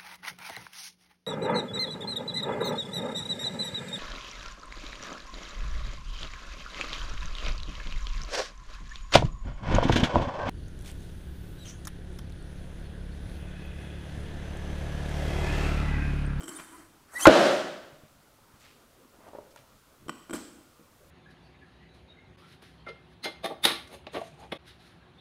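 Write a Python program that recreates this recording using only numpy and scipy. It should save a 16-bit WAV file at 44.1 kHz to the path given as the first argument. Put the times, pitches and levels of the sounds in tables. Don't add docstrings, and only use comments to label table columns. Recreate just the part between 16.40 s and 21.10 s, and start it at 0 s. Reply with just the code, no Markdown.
import sys
import numpy as np
from scipy import signal
from scipy.io import wavfile
from scipy.ndimage import uniform_filter1d

SR = 44100
rng = np.random.default_rng(int(sys.argv[2]) if len(sys.argv) > 2 else 0)


def put_to_file(sound):
    columns = np.atleast_2d(sound).T
    safe = np.clip(columns, -1, 1)
    whole_steps = np.round(safe * 32767)
    wavfile.write(sys.argv[1], SR, whole_steps.astype(np.int16))


def gain_from_db(level_db):
    decades = np.asarray(level_db, float) / 20
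    return 10 ** decades


N = 207415


def evened(x):
    return x / np.sqrt(np.mean(x ** 2) + 1e-20)


def read(points, hz):
    f, value = np.transpose(points)
    return np.interp(np.log(hz + 1), np.log(f + 1), value)


def add(mix, s, sound):
    part = mix[round(s * SR):][:len(sound)]
    part += sound[:len(part)]


def played(rows):
    s, *columns = np.transpose(rows)
    t = np.arange(s[0], s[-1], 1 / SR)
    return s[0], [np.interp(t, s, c) for c in columns]


def drift(count, span):
    once = uniform_filter1d(rng.standard_normal(count), int(span))
    return evened(uniform_filter1d(once, int(span)))


def resonate(x, hz, width_hz):
    turn = np.exp(2j * np.pi * np.cumsum(hz * np.ones(len(x))) / SR)
    r = np.exp(-np.pi * width_hz / SR)
    return 2 * (turn * signal.lfilter([1 - r], [1, -r], x / turn)).real


def ring(modes, uneven_db, rise_s, detune=0):
    t = np.arange(SR // 6) / SR
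    hz, db, t60 = np.transpose(modes)[:, :, None]
    db = db + uneven_db * rng.standard_normal(db.shape)
    hz = hz * (1 + detune * rng.standard_normal(db.shape))
    decaying = gain_from_db(db - 60 * t / t60) * np.sin(2 * np.pi * hz * t)
    sound = decaying.sum(0) * (1 - np.exp(-t / rise_s))
    return sound / abs(sound).max()


def tick(t60, low_hz, top_hz):
    t = np.arange(2000) / SR
    band = signal.butter(2, [low_hz, top_hz], "bandpass", fs=SR)
    return signal.lfilter(*band, gain_from_db(-60 * t / t60) * rng.standard_normal(len(t)) / 2)


def gritty(count, spread_db):
    slips = evened(uniform_filter1d(rng.standard_normal(count), size=90))
    return evened(rng.standard_normal(count) * gain_from_db(spread_db * slips))


# [f/Hz, level/dB, t60/s]
SLAM_BLOWS = [
    (0.8548, 1, [(1053, 1.5, 0.029), (1371, -0.5, 0.031), (1532, -3.5, 0.023), (2046, -7.5, 0.031), (895, 1, 0.024)]),
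    (0.8642, -6, [(1384, 1, 0.088), (1610, -2.5, 0.048), (2300, -7, 0.021), (2999, -7.5, 0.04), (1040, -3.5, 0.04)]),
    (0.8694, 11, [(323.4, 2, 0.068), (558, 5, .044), (630.4, 0.5, 0.051), (126.3, -17.5, 0.067), (50, -12, 0.069), (836.5, -9, .04), (1491, -6.5, 0.058)]),
]


def slam():
    out = np.zeros(N)
    for s, db, modes in SLAM_BLOWS:
        add(out, s, gain_from_db(db) * ring(modes, uneven_db=0, rise_s=0.0019))
        add(out, s, gain_from_db(db - 6) * tick(.025, low_hz=300, top_hz=3000))
        add(out, s + .0015, gain_from_db(db - 13) * tick(.014, low_hz=1800, top_hz=7500))
    return out


# steel ring/dB, sharpness/dB, hub crack/dB
KNOCKS = [(.005, -37, -8, 2, -4), (.021, -43, -5, -12, 2), (.032, -41, -5, 7, -2), (.039, -44, 1, -4, -3),
          (.055, -50, 1, 5, 2), (.079, -40, 2, 4, 2), (.090, -39.5, 3, 2.5, -6), (.159, -50, -5, 0, -6),
          (.187, -48, -2, -5, 10), (.197, -42, -8, 4, 8), (0.288, -58, 2, -2, 1), (.391, -50, -5, -7, -10),
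          (3.682, -32, -12, -3, -6.5), (3.693, -30, -5, 0, 6), (3.895, -35, -18, 5, -0.5),
          (3.907, -31, -14, 2, -3), (3.928, -30, -22, 12, -5.5), (3.933, -26, -13, 6, -2.5),
          (3.954, -35.5, -9, 10, -0.5), (3.965, -32, -11, 2, -10), (4.156, -61.5, -4.5, 12, 0)]
# f/Hz, level/dB, t60/s
STEEL_LOW = [(3030, -3, .03), (3110, -2, .045), (2750, -8, .015), (3350, -12, .012), (5450, -7, .025),
             (5650, -9, .03)]
STEEL_HIGH = [(7270, -6, .025), (7600, -2, .035), (7800, -1, .03), (8030, -1, .04), (8270, -2, .03),
              (8700, -9, .015), (9300, -8, .02), (10780, -9, .022), (11900, -11, .02), (13390, -14, .03)]
HUB = [(1171, 3, 0.011), (1420, 3, 0.013), (1790, -2, .008), (2300, -2, .008)]
RUBBER = [(190.8, -4, 0.0621), (240, -2.5, 0.067), (279.1, -4, 0.082), (321, 1, 0.14), (380, -6, 0.026),
          (457, -5.5, 0.046), (650, -3, 0.055)]


def knocks():
    out = np.zeros(N)
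    for touch_s, db, steel_db, sharp_db, crack_db in KNOCKS:
        s = touch_s + .001
        high_db = steel_db + sharp_db
        for modes, share_db in (STEEL_LOW, steel_db), (STEEL_HIGH, high_db), (HUB, crack_db):
            add(out, s, gain_from_db(db + share_db) * ring(modes, uneven_db=2.2, rise_s=0.0008, detune=0.0081))
        add(out, s, gain_from_db(db + high_db - 1.5) * tick(.02, low_hz=6000, top_hz=11960))
        add(out, s, gain_from_db(db + crack_db + 0.5) * tick(.025, low_hz=700, top_hz=3604))
        add(out, s, gain_from_db(db) * ring(RUBBER, uneven_db=3.5, rise_s=0.0015, detune=0.03955))
    return signal.lfilter(*signal.butter(2, 140, "highpass", fs=SR), out)


# t/s, length/s, start f/Hz, speed-up share per second/(1/s)
RIDGES = [(.315, .06, 950, 1.6), (.155, .024, 9135, .36), (.152, .028, 3600, .5), (.748, .044, 1830, 3),
          (.794, .018, 2560, 2.6), (.808, .056, 2890, 3.6), (.825, .016, 9450, .5)]
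# level/dB, overtones against it/dB
SQUEALS = [(-56, -19), (-45, -60), (-59, -30), (-35, -29), (-44, -21), (-39.5, 3), (-34, -60)]


def squeal():
    out = np.zeros(N)
    attack, release, edge_db = .3, .25, 18
    for (top_db, over_db), (s, length, start_hz, speedup) in zip(SQUEALS, RIDGES):
        t = np.arange(0, length, 1 / SR)
        hz = start_hz * (1 + speedup * t)
        db = top_db - edge_db * np.interp(t / length, [0, attack, 1 - release, 1], [1, 0, 0, 1])
        wobble = evened(uniform_filter1d(rng.standard_normal((4, len(hz))), size=150, axis=1))
        turn = 2 * np.pi * np.cumsum(hz * (1 + 0.005 * wobble[0])) / SR
        over = 0
        for k, overtone_db in enumerate([-2, -15, -20], start=2):
            over = over + gain_from_db(overtone_db + 6.8 * wobble[k - 1]) * np.sin(k * turn)
        tone = np.sin(turn) + gain_from_db(over_db) * over
        add(out, s, gain_from_db(db + 4.5) * tone * signal.windows.tukey(len(hz), .1))
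    return out


# t/s, hiss level/dB
RUBS = [
    [(0, -58), (.07, -60), (.085, -50.5), (.2, -54), (.28, -61), (.4, -60), (.48, -74)],
    [(.68, -75), (.74, -53), (.785, -44), (.81, -35), (.84, -32), (.858, -35)],
    [(3.928, -51), (3.95, -49), (3.99, -63), (4.12, -78)],
]
# hub body level/dB, disc hum level/dB
GRIP = [(1, 1.5), (1.5, -18), (1.5, -4)]
# f/Hz, width/Hz, level/dB
RUB_BANDS = [(3100, 500, -8), (5750, 400, -5), (6495, 1014, -1), (7646, 1000, 1), (9320, 870, 0),
             (10940, 1400, -1.5), (13000, 1600, -11), (4300, 2200, -2), (8790, 3000, 1.5)]


def slide():
    out = np.zeros(N)
    medium_db, lag_share = -55, .35
    for rows, (grip_db, hum_db) in zip(RUBS, GRIP):
        s, (db,) = played(rows)
        body_db = grip_db + lag_share * (medium_db - db)
        grit = gritty(len(db), spread_db=1.5)
        hiss = 0
        for hz, width_hz, gain_db in RUB_BANDS:
            place = hz * (1 + .025 * drift(len(db), span=900))
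            band = resonate(resonate(grit, place, width_hz), place, width_hz) / np.sqrt(width_hz)
            hiss = hiss + gain_from_db(gain_db + 3.0 * drift(len(db), span=237)) * band
        body = evened(resonate(resonate(grit, 1100, 1100), 1400, 1100))
        hum = evened(resonate(resonate(grit, 314, 60), 314, 90))
        rub = evened(hiss) + gain_from_db(body_db) * body + gain_from_db(hum_db) * hum
        add(out, s, gain_from_db(db) * rub * signal.windows.tukey(len(db), .04))
    return out


# t/s, blow level/dB, f/Hz
BUMPS = [(1.441, -50, 140), (1.53, -47, 144), (1.635, -45, 145), (1.988, -51.5, 546), (2.14, -49.5, 140),
         (2.741, -51, 555), (2.805, -47, 600), (2.842, -47.5, 650), (2.866, -43.5, 600), (2.887, -44, 750),
         (2.933, -37, 600), (2.95, -32, 540), (2.967, -47, 600), (2.986, -31, 590), (3.022, -53, 545),
         (3.161, -42.5, 900), (3.178, -59, 1600), (3.629, -49, 109.3), (3.91, -36, 315),
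         (3.936, -29.5, 321), (4.142, -54, 321), (4.395, -47, 308), (4.41, -48, 300), (4.611, -58.5, 380)]
# f/Hz, tick level/dB
TICK = [(320, -44), (550, -26), (900, 8), (1600, -8)]


def bumps():
    out = np.zeros(N)
    for s, db, hz in BUMPS:
        t60 = 18 / hz
        modes = [(hz, 0, t60), (0.733 * hz, -5, t60), (1.52 * hz, -7, t60)]
        add(out, s, gain_from_db(db) * ring(modes, uneven_db=1.5, rise_s=0.00053))
        add(out, s, gain_from_db(db + read(TICK, hz)) * tick(0.012, low_hz=1200, top_hz=9500))
    return out


# start t/s, rise/s, fall/s, level/dB,
# centre f/Hz
SCUFFS = [(2.03, .12, .1, -63.5, 950), (2.18, .03, .09, -59, 4300), (2.2, 0.049, .16, -55.5, 2200),
          (2.71, .038, .04, -59, 600), (2.74, 0.15, .05, -51.5, 600), (2.9, 0.053, .14, -53, 600),
          (3.1, .012, .035, -62, 4400), (3.163, .012, .06, -55.5, 2100), (3.48, .15, .04, -63.5, 200),
          (3.655, .015, .012, -46, 195), (3.93, .01, .17, -47, 4600), (3.925, .01, .11, -44, 780),
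          (.71, .04, .07, -52, 530), (.18, .018, .03, -42.5, 1500)]


def scuffs():
    out = np.zeros(N)
    for start, rise_s, fall_s, top_db, hz in SCUFFS:
        soft_db = top_db - 20.5
        peak_s = start + rise_s
        s, (db,) = played([(start, soft_db), (peak_s, top_db), (peak_s + fall_s, soft_db)])
        band = resonate(resonate(gritty(len(db), spread_db=2.9), hz, 1.5 * hz), hz, 2.0 * hz)
        add(out, s, gain_from_db(db) * evened(band) * signal.windows.tukey(len(db), .15))
    return out


# f/Hz, t60/s
HALL_T60 = [(60, 0.12), (150, .9), (300, .8), (600, 0.78), (1500, 0.84), (3000, 0.86), (6000, 0.78),
            (10000, .68), (16000, 0.63)]
# f/Hz, build-up time/s
BUILD = [(300, 0.01), (1500, 0.032), (4000, 0.04), (12000, 0.22)]


def hall(x, colour, far):
    hz, t, z = signal.stft(rng.standard_normal(3 * SR // 2), SR, nperseg=512)
    z = z * gain_from_db(read(colour, hz)[:, None] - 60 * t / read(HALL_T60, hz)[:, None])
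    z = z * (1 - np.exp(-t / (far * read(BUILD, hz)[:, None])))
    tail = signal.istft(z, SR, nperseg=512)[1]
    tail = tail * np.clip((np.arange(len(tail)) / SR - .008) / 0.005, 0, 1)
    return signal.fftconvolve(x, tail / np.linalg.norm(tail))[:N]


# f/Hz, level/dB per Hz
AIR = [(12, -25), (20, -6), (76, -8), (116, -10), (149, -5), (197, -22), (226, -7), (291, -11.5),
       (325, -16), (537, -14), (710, -17.5), (1430, -16), (1690, -22.5), (13700, -29.5), (15700, -30)]


def air():
    frames, hz = N // 256 + 5, np.fft.rfftfreq(1024, 1 / SR)
    a, b, patches = rng.standard_normal((frames, 513, 3)).T
    patches = uniform_filter1d(patches, size=6, axis=0)
    patches = evened(uniform_filter1d(patches, size=14, axis=1))
    patchy_db = read([(60, 1.2), (400, 4), (2000, 0.46), (16000, .4)], hz)[:, None]
    z = (a + 1j * b) * gain_from_db(read(AIR, hz)[:, None] + patchy_db * patches)
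    return gain_from_db(-60) * evened(signal.istft(z, nperseg=1024, noverlap=768)[1][:N])


# f/Hz, level/dB
HALL_COLOUR = [(40, -16), (120, -2.5), (300, 2.5), (600, 0.5), (1200, -4.5), (3000, 1.5), (8000, 3.5),
               (16000, -3)]
# f/Hz, level/dB per Hz
BOOM = [(60, -62), (130, -47), (180, -9), (260, -12.5), (335, -4), (450, -12.5), (590, 2), (870, -16),
        (1480, -13.5), (2300, -23), (3000, -22), (4600, -25.5), (8300, -32), (15500, -47)]


def scene():
    near = knocks() + bumps() + slide() + squeal() + scuffs()
    shocks = np.zeros(N)
    for s, db, modes in SLAM_BLOWS:
        add(shocks, s, gain_from_db(db + 15) * np.ones(1))
    no_bass = signal.butter(4, 145, "highpass", fs=SR, output="sos")
    boom = signal.sosfilt(no_bass, hall(shocks, BOOM, far=1))
    tail = hall(gain_from_db(-10) * near, HALL_COLOUR, far=.25)
    return (near + slam() + tail + boom + air())[None]


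def roll_off(x):
    return signal.sosfilt(signal.butter(12, 15850, fs=SR, output="sos"), x)


def record(dry):
    power_db = 10 * np.log10(abs(uniform_filter1d(dry[0] ** 2, size=300)) + 1e-12)
    fall = np.arange(N) * 52.0 / SR
    held_db = np.maximum.accumulate(power_db + fall) - fall
    over_db = np.maximum(held_db + 6.0, 0)
    lag = np.exp(-1 / (0.028 * SR))
    ducked = dry / gain_from_db(0.71 * signal.lfilter([1 - lag], [1, -lag], over_db))
    clipped = np.clip(ducked, -.71, .71)
    edge = signal.firwin(255, 15800, window=("kaiser", 9), fs=SR)
    return roll_off(signal.oaconvolve(clipped, edge[None], "same"))


dry = scene()
out = record(dry)
put_to_file(out)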